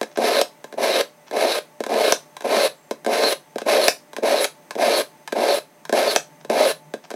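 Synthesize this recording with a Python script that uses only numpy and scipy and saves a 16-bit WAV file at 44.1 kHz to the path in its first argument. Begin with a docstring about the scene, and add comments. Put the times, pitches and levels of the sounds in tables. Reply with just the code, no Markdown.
"""A steel kitchen knife is drawn twelve times through the ceramic wheel of a sharpener held down on a table.
Each pull is random bumps and grit exciting the resonances of table, housing and blade, brighter near the tip.
Blade knocks are filtered impulses with a crunch of noise; some pulls end as the tip snaps off the wheel.
Soft brushes, a faint whistle, noise-band hum and a low drone fill a small, quiet room with short reflections."""
import sys
import numpy as np
from scipy import signal
from scipy.fft import rfft, irfft
from scipy.io import wavfile

SR = 44100
rng = np.random.default_rng(int(sys.argv[2]) if len(sys.argv) > 2 else 0)


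def store_pcm(level_fs):
    """Save levels as 16-bit WAV."""
    pcm = np.round(np.clip(level_fs, -1, 1) * 32767).astype(np.int16)
    wavfile.write(sys.argv[1], SR, np.atleast_2d(pcm).T)


N = 315481
T = np.arange(N) / SR  # time [s]

# resonances (+) and dead spots (-) of table, housing and blade: (centre [Hz], width [Hz], height [dB])
BODY_MODES = [(227, 47, 4), (315, 26.5, -5.5), (459.3, 58, 5), (493.6, 19, -29), (592, 360, 4.5),
              (711, 43, 4.5), (796, 75, 0), (1061, 43, 5), (1155, 106, -7.5), (1270, 54, -0.5),
              (1388, 116, -8), (1580, 120, 2.5), (1948, 33, -12), (2156, 95, 6), (2380, 79, 7),
              (2575, 30, 7), (2780, 16, 8), (3000, 89, 0.5), (3290, 260, 5), (3496, 89, 4.5),
              (3680, 60, -2.5), (3986, 170, 6), (4220, 44, -2.5), (4420, 79, 4.5), (5110, 88, 4),
              (5430, 54, 4.5), (5870, 31, 6), (8050, 310, 2)]
# broad spectral colour of a snap: (frequency [Hz], relative level [dB])
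SNAP_COLOUR = [(30, -55), (130, -37), (200, -20), (300, -5.5), (550, 1), (1300, 2), (2200, -6.5),
               (4200, -10), (6000, -5.5), (8500, -14.5), (10700, -16.5), (15500, -20)]
# the tip snaps off the wheel; levels are relative within each column:
# (time [s], housing thud [dB], steel click [dB], table thump [dB], tip ring [Hz])
SNAP_EVENTS = [(.413, -10, -14, -77, 5140), (1.009, -20.5, -21, -78, 4000), (2.122, -7, -7.5, -65, 3860),
               (3.324, -41, -29, -80, 3540), (3.881, -9, -5, -48, 5640), (4.443, -28, -16, -77, 6230),
               (6.16, -9, -9, -71, 6480)]


def undb(db):
    """Logarithmic level: decibels to amplitude gain."""
    return 10 ** (np.asarray(db) / 20)


def unit(x):
    """Power normalization: scale to rms 1."""
    return x / np.sqrt(np.mean(x ** 2))


def bell(x, span):
    """Gaussian hump: 1 at x = 0, 1/e at one span to either side."""
    return np.exp(-(x / span) ** 2)


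def through(x, response):
    """Linear time-invariant system: convolve x with an impulse response."""
    return signal.fftconvolve(x, response)[:len(x)]


def band(x, lo, hi):
    """Causal Butterworth band-pass."""
    sos = signal.butter(5, [lo, min(hi, .45 * SR)], "band", fs=SR, output="sos")
    return signal.sosfilt(sos, x)


def walk(rate):
    """Slow modulation: random knots, rate of them a second, joined by straight lines and scaled to rms 1."""
    knots = rng.standard_normal(N // 16)
    return unit(np.interp(T * rate, np.arange(len(knots)), knots))


def ringing(colour, resonances=(), size=8192):
    """Minimum phase: folding the cepstrum of a magnitude response yields its causal impulse response."""
    f = np.maximum(np.fft.rfftfreq(size, 1 / SR), 1)
    hz, db = np.transpose(colour)
    db = np.interp(np.log(f), np.log(hz), db)
    for centre, width, height in resonances:
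        db = db + height / (1 + (2 * (f - centre) / width) ** 2)
    cepstrum = irfft(np.log(undb(db)))
    cepstrum[1:size // 2] *= 2
    cepstrum[size // 2 + 1:] = 0
    return irfft(np.exp(rfft(cepstrum)))


def grains(rate, spread_db):
    """Shot noise: tiny impacts at random moments, rate of them a second on average, of uneven size."""
    hit = rng.random(N) < rate / SR
    sign = rng.choice([-1, 1], N)
    return hit * sign * undb(spread_db * rng.standard_normal(N))


def background(air_db=-51, sway_db=0.7, drone_hz=153, drone_width_hz=24):
    """Filtered noise: swaying room air with faint resonant hum bands, over a narrow-band low drone."""
    # broad colour of the room air: (frequency [Hz], relative level [dB])
    air_colour = [(30, -33), (60, -30), (100, -26.5), (160, -7.5), (300, -7), (550, -12), (900, -12),
                  (1300, -17.5), (2000, -16.5), (3000, -23.5), (4000, -26.5), (7500, -28), (16000, -29.5)]
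    # faint hum bands in the room air: (centre [Hz], width [Hz], height [dB])
    hum_bands = [(594.6, 27, 16.5), (720, 27, 7.5), (879, 18, 16), (1130, 23, 8), (1990, 36, 6.5),
                 (6230, 200, 11), (8370, 160, 9)]
    # the drone swells late on: (time [s], level [dB])
    drone_levels = [(0, -70.5), (2, -64), (3.6, -63), (5.6, -63.5), (6.3, -57), (6.9, -55.5), (7.15, -72)]
    air = unit(through(rng.standard_normal(N), ringing(air_colour, hum_bands)))
    air *= undb(air_db + sway_db * walk(rate=6))
    half_width = drone_width_hz / 2
    drone = unit(band(rng.standard_normal(N), drone_hz - half_width, drone_hz + half_width))
    return air + drone * undb(np.interp(T, *np.transpose(drone_levels)))


def blows(table, colour, resonances, thud_db, clack_db, tick_db, crunch_s, crunch, give_s, size=8192):
    """Impulse excitation: one push on the body with a brief crunch of steel on ceramic; the thud comes last."""
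    out, t = np.zeros(N + 2 * size), np.arange(size) / SR
    push = ringing(colour, resonances)
    attack = SR // 100  # the first 10 ms set the level
    lags = (give_s + 0.0011, give_s, give_s)  # the wheel gives on its axle before it strikes home
    for s, thud, click, *_ in table:
        scratch = rng.standard_normal(size) * np.exp(-t / crunch_s)
        rough = push + crunch * through(push, scratch / np.linalg.norm(scratch))
        parts = (band(push, 40, 738), band(rough, 847, 3220), band(rough, 3240, 13800))
        levels = (thud + thud_db, click + clack_db, click + tick_db)
        for part, db, lag in zip(parts, levels, lags):
            start = max(int((s + lag) * SR), 0)
            out[start:start + size] += undb(db) * part / np.std(part[:attack])
    return out[:N]


def knocks():
    """Modal response: a blow of the blade against slot or wheel also rings the plastic slot."""
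    # the blade knocks slot or wheel, between pulls, going in, or catching in mid-pull:
    # (time [s], relative housing thud [dB], relative steel click [dB])
    knock_events = [ (.013, -13.5, -21), (.03, -22, -23.5), (.173, -15.5, -23), (.185, -9, -34),
                    (.241, -17, -32), (.367, -19, -20.5), (.642, -28.5, -31.5), (.725, -29.5, -35),
                    (.739, -26, -42), (1.311, -24, -30), (1.804, -14, -27.5), (1.838, -33, -24),
                    (1.864, -20, -26.5), (1.941, -18.5, -26), (2.367, -41, -28.5), (2.407, -35, -31),
                    (2.421, -34, -34), (2.446, -17.5, -39), (2.566, -11.5, -20.5), (2.91, -14, -22.5),
                    (3.047, -33, -29), (3.063, -13, -21.5), (3.072, -14, -35), (3.237, -14, -18),
                    (3.558, -15, -33), (3.583, -33, -23.5), (3.617, -20.5, -29.5), (3.662, -18, -37),
                    (4.132, -34, -33), (4.165, -28, -24), (4.183, -19, -35), (4.234, -12.5, -28),
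                    (4.708, -33, -24.5), (4.753, -23.5, -31), (4.762, -18.5, -45), (5.276, -40, -26),
                    (5.323, -28, -26), (5.326, -13.5, -24), (5.455, -27, -27), (5.852, -47, -31),
                    (5.894, -18.5, -25), (5.926, -9, -18.5), (5.938, -13, -28), (6.448, -28, -35.5),
                    (6.499, -11.5, -22), (6.938, -17, -27), (7.104, -34, -29.5), (7.113, -24.5, -30),
                    (7.139, -21, -35), ]
    # broad colour of a knock: (frequency [Hz], relative level [dB])
    knock_colour = [(50, -57), (130, -28.5), (220, -1.5), (350, 5), (550, 5), (800, -3), (1500, -16),
                    (2200, -19.5), (4200, -24), (6000, -23.5), (10700, -30), (15500, -34)]
    # the plastic slot rings when struck: (centre [Hz], width [Hz], height [dB])
    slot_modes = [(1035, 43, 5), (1610, 390, 11), (3870, 290, 6.5)]
    return blows(knock_events, knock_colour, [*BODY_MODES, *slot_modes], thud_db=-6.0, clack_db=-5.0,
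                 tick_db=-10.5, crunch_s=0.0052, crunch=1.0, give_s=.0005)


def brushes(lo_hz=600, hi_hz=6500):
    """Light friction: short swells of grainy noise as steel softly touches plastic."""
    # the blade brushes past the housing: (time [s], full width at 1/e [s], level [dB])
    brush_events = [(0.117, 0.042, -50), (0.166, 0.016, -37), (1.281, 0.026, -41), (3.607, 0.013, -34),
                    (6.41, 0.018, -48.5), (7.048, 0.022, -40.5)]
    touch = sum(undb(db) * bell(T - s, length / 2) for s, length, db in brush_events)
    texture = through(grains(rate=2800, spread_db=10), ringing(SNAP_COLOUR, BODY_MODES))
    return touch * unit(band(texture, lo_hz, hi_hz))


def stroke(bite_s=.011, release_s=.0099, glide_hz=-900):
    """Moving contact: the edge slides heel to tip, giving its place, ring pitch [Hz] and four register gains."""
    # (from [s], to [s], effort [dB], time to bear down [s], effort gained from heel to tip [dB],
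    #  ring boost [dB], place of most ring [0 heel - 1 tip], ring [Hz], hiss boost near the tip [dB])
    pull_events = [ (.186, .42, 0, 0.046, -0.5, 5.5, .78, 4240, 2),
                   (.783, 1.012, -0.8, .03, 4, 5.5, 0.67, 4000, 2),
                   (1.335, 1.586, -0.8, 0.039, -2.3, 5.5, 0.75, 4030, 5),
                   (1.894, 2.118, 0.84, .075, -0.5, 3, 0.69, 4000, 3),
                   (2.449, 2.674, .5, 0.065, 0, 4, 0.82, 4100, 6),
                   (3.083, 3.331, -1.3, 0.028, -0.5, 11, .73, 4190, 8.5),
                   (3.664, 3.878, 0, 0.012, .5, 5.5, 0.81, 4190, 9),
                   (4.233, 4.454, -0.5, 0.021, -0.5, 4.3, 0.72, 4210, 10),
                   (4.785, 5.015, -0.1, 0.026, -1.8, 6.5, 0.74, 4410, 8.5),
                   (5.361, 5.585, -0.45, 0.063, -7, 6, 0.72, 4240, 8),
                   (5.933, 6.156, -1.36, 0.02, -6.3, 7, 0.74, 4120, 7),
                   (6.505, 6.716, 1.5, 0.079, -4.5, 1, 0.68, 4220, 8), ]
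    # each register: (base level at full pressure [dB], change while the edge only rests on the wheel [dB],
    #  change from heel to tip [dB])
    judder_levels = (-18.5, -5, -4)
    rasp_levels = (-25.5, -12, -2.1)
    ring_levels = (-29.4, -13.5, -1.1)
    hiss_levels = (-35, -13, -4)
    registers = (judder_levels, rasp_levels, ring_levels, hiss_levels)
    place, pitch, gains = np.zeros(N), np.full(N, float(pull_events[0][7])), np.zeros((4, N))
    for start, end, effort_db, press_s, lean_db, ring_db, ring_place, ring_hz, hiss_db in pull_events:
        # the edge meets the wheel just before the pull and leaves just after
        bite = np.clip((T - start) / bite_s + 1, 0, 1)
        touch = bite * np.clip((end - T) / release_s + 1, 0, 1)
        on = touch > 0
        along = np.clip((T[on] - start) / (end - start), 0, 1)
        slack = bell(along * (end - start), press_s)  # 1 = the edge only rests on the wheel
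        boosts = (
            1 * bell(along - 0.58, 0.26),  # the judder swells just past mid-edge, by 1 dB
            0,
            ring_db * bell(along - ring_place, 0.13),
            hiss_db * bell(along - 0.89, 0.16),
        )
        for gain, (full_db, slack_db, tip_db), boost in zip(gains, registers, boosts):
            tilt = (tip_db + lean_db) * (along - .5)
            gain[on] = touch[on] * undb(full_db + effort_db + slack_db * slack + tilt + boost)
        place[on] = along
        pitch[on] = ring_hz + glide_hz * (along - ring_place)
    return place, pitch, gains


def grind(force, place, lo, hi):
    """Source-filter principle: one force drives the body, its colour sliding from heel to tip."""
    # broad colour near the heel: (frequency [Hz], relative level [dB])
    heel_colour = [(60, -63), (130, -45.5), (205, -9), (260, -2), (350, -1.5), (570, 5), (800, 1),
                   (1300, -4.5), (2200, -7.5), (3200, -14), (4200, -18), (8500, -26.5), (10700, -20),
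                   (15500, -38)]
    # broad colour near the tip: (frequency [Hz], relative level [dB])
    tip_colour = [(60, -46), (130, -36), (205, -25.5), (330, -1), (570, 7.5), (800, -7.5), (1300, -3),
                  (2200, -11), (3200, -9), (4200, -12), (6000, -22.5), (8500, -24), (10700, -20),
                  (15500, -31)]
    heel = unit(band(through(force, ringing(heel_colour, BODY_MODES)), lo, hi))
    tip = unit(band(through(force, ringing(tip_colour, BODY_MODES)), lo, hi))
    return (1 - place) * heel + place * tip


def sing(scrape, gain, hz, width_hz, onset_db, most):
    """Stick-slip: the harder the edge is driven, the more one resonance stands out of the scrape."""
    lowpass = signal.butter(4, width_hz / 2, fs=SR, output="sos")
    sway = signal.sosfilt(lowpass, rng.standard_normal((2, N)))
    phase = 2 * np.pi * np.cumsum(hz) / SR
    tone = unit(sway[0] * np.cos(phase) + sway[1] * np.sin(phase))  # noise band centred on hz
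    share = np.clip(most, 0, 1) / (1 + (undb(onset_db) / (gain + 1e-6)) ** 5)  # power share of the tone
    return gain * (np.sqrt(1 - share) * scrape + np.sqrt(share) * tone)


def pulls(chatter_db=1.0, wobble_db=0.78, lurch_db=1.0, heel_hz=665, tip_hz=540, hiss_hz=10600, drift=.035):
    """Forced vibration: wheel bumps shake housing and table; ceramic grit scratches the steel and rings it."""
    place, ring_hz, (judder, rasp, ring, hiss) = stroke()
    # the edge chatters, the hand wobbles
    pressure = undb(chatter_db * walk(rate=170) + wobble_db * walk(rate=43))
    bumps = grains(rate=1500, spread_db=2) * pressure
    grit = grains(rate=5000, spread_db=2.5) * pressure
    lurch = undb(lurch_db * walk(rate=55))  # the wheel turns unevenly
    grip = 1 + drift * walk(rate=12)  # resonances shift as the wheel clamps the blade more or less
    judder_hz = heel_hz + (tip_hz - heel_hz) * place  # the blade is less stiff near its tip
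    out = sing(grind(bumps, place, 24, 977), judder * lurch, judder_hz * grip,
               width_hz=125, onset_db=-18.5, most=0.27)
    out += rasp * grind(grit, place, 955, 3390)
    out += sing(grind(grit, place, 3555, 6550), ring, ring_hz * grip,
                width_hz=450, onset_db=-26, most=0.86)
    out += sing(grind(grit, place, 6480, 15300), hiss, hiss_hz * grip,
                width_hz=1240, onset_db=-32.5, most=0.52)
    return out


def snaps():
    """Sudden release: the tip leaving the wheel strikes the body with a short, rough crunch."""
    return blows(SNAP_EVENTS, SNAP_COLOUR, BODY_MODES, thud_db=-5.5, clack_db=-7.5,
                 tick_db=-6.0, crunch_s=0.0017, crunch=1.6, give_s=0.0011)


def recoil(thump_db=3, thump_s=0.0037, ring_db=-21, ring_t60=0.18, ring_width_hz=800, size=8192):
    """Damped free vibration: after a snap the table top springs back and the freed tip rings briefly."""
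    out, t = np.zeros(N + size), np.arange(size) / SR
    table_mode = signal.butter(2, [45, 130], "band", fs=SR, output="sos")
    thump = signal.sosfilt(table_mode, np.exp(-t / thump_s))
    half_width = ring_width_hz / 2
    for s, _, click, low, hz in SNAP_EVENTS:
        ring = unit(band(rng.standard_normal(size), hz - half_width, hz + half_width))
        start = int(s * SR)
        out[start:start + size] += ring * undb(click + ring_db - 60 * t / ring_t60)
        out[start:start + size] += undb(low + thump_db) * thump / np.abs(thump).max()
    return out[:N]


def whistle(at_s=2.8, length_s=.16, hz=7550, sag_hz_per_s=1900, width_hz=260, db=-67):
    """Quadrature modulation: two random walks make a very faint, thin whistle that sinks in one pause."""
    pitch = hz - sag_hz_per_s * np.clip(T - at_s, -length_s, length_s)
    phase = 2 * np.pi * np.cumsum(pitch) / SR
    tone = unit(walk(rate=width_hz) * np.cos(phase) + walk(rate=width_hz) * np.sin(phase))
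    return undb(db) * bell(T - at_s, length_s) * tone


def room(x, early_db=-13, early_s=0.023, tail_db=-13.5, low_t60=0.18, high_t60=0.22, size=22050):
    """Reverberation: quick bright reflections off table top and nearby things, then a short decaying tail."""
    t = np.arange(size) / SR
    early = band(rng.standard_normal(size), 900, 18000) * np.exp(-t / early_s) * (t > .002)
    low = band(rng.standard_normal(size), 60, 3000) * undb(-60 * t / low_t60)
    high = band(rng.standard_normal(size), 3000, 18000) * undb(-60 * t / high_t60)
    tail = (low + high) * (t > .008)
    response = undb(early_db) * early / np.linalg.norm(early)
    response += undb(tail_db) * tail / np.linalg.norm(tail)
    response[0] = 1  # direct sound
    return through(x, response / np.linalg.norm(response))


def scene():
    """Superposition: contact sounds in the room, plus recoil, background and whistle added directly."""
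    contacts = pulls() + knocks() + snaps() + brushes()
    return (room(contacts) + recoil() + background() + whistle())[None]


def record(dry, top_hz=15900, ceiling=.8):
    """Soft saturation: the loudest peaks are rounded between two zero-phase low-pass filters."""
    top = signal.ellip(8, .1, 50, top_hz, fs=SR, output="sos")
    heard = signal.sosfiltfilt(top, dry)
    rounded = heard / (1 + (heard / ceiling) ** 4) ** (1 / 4)
    return signal.sosfiltfilt(top, rounded)


dry = scene()
out = record(dry)
store_pcm(out)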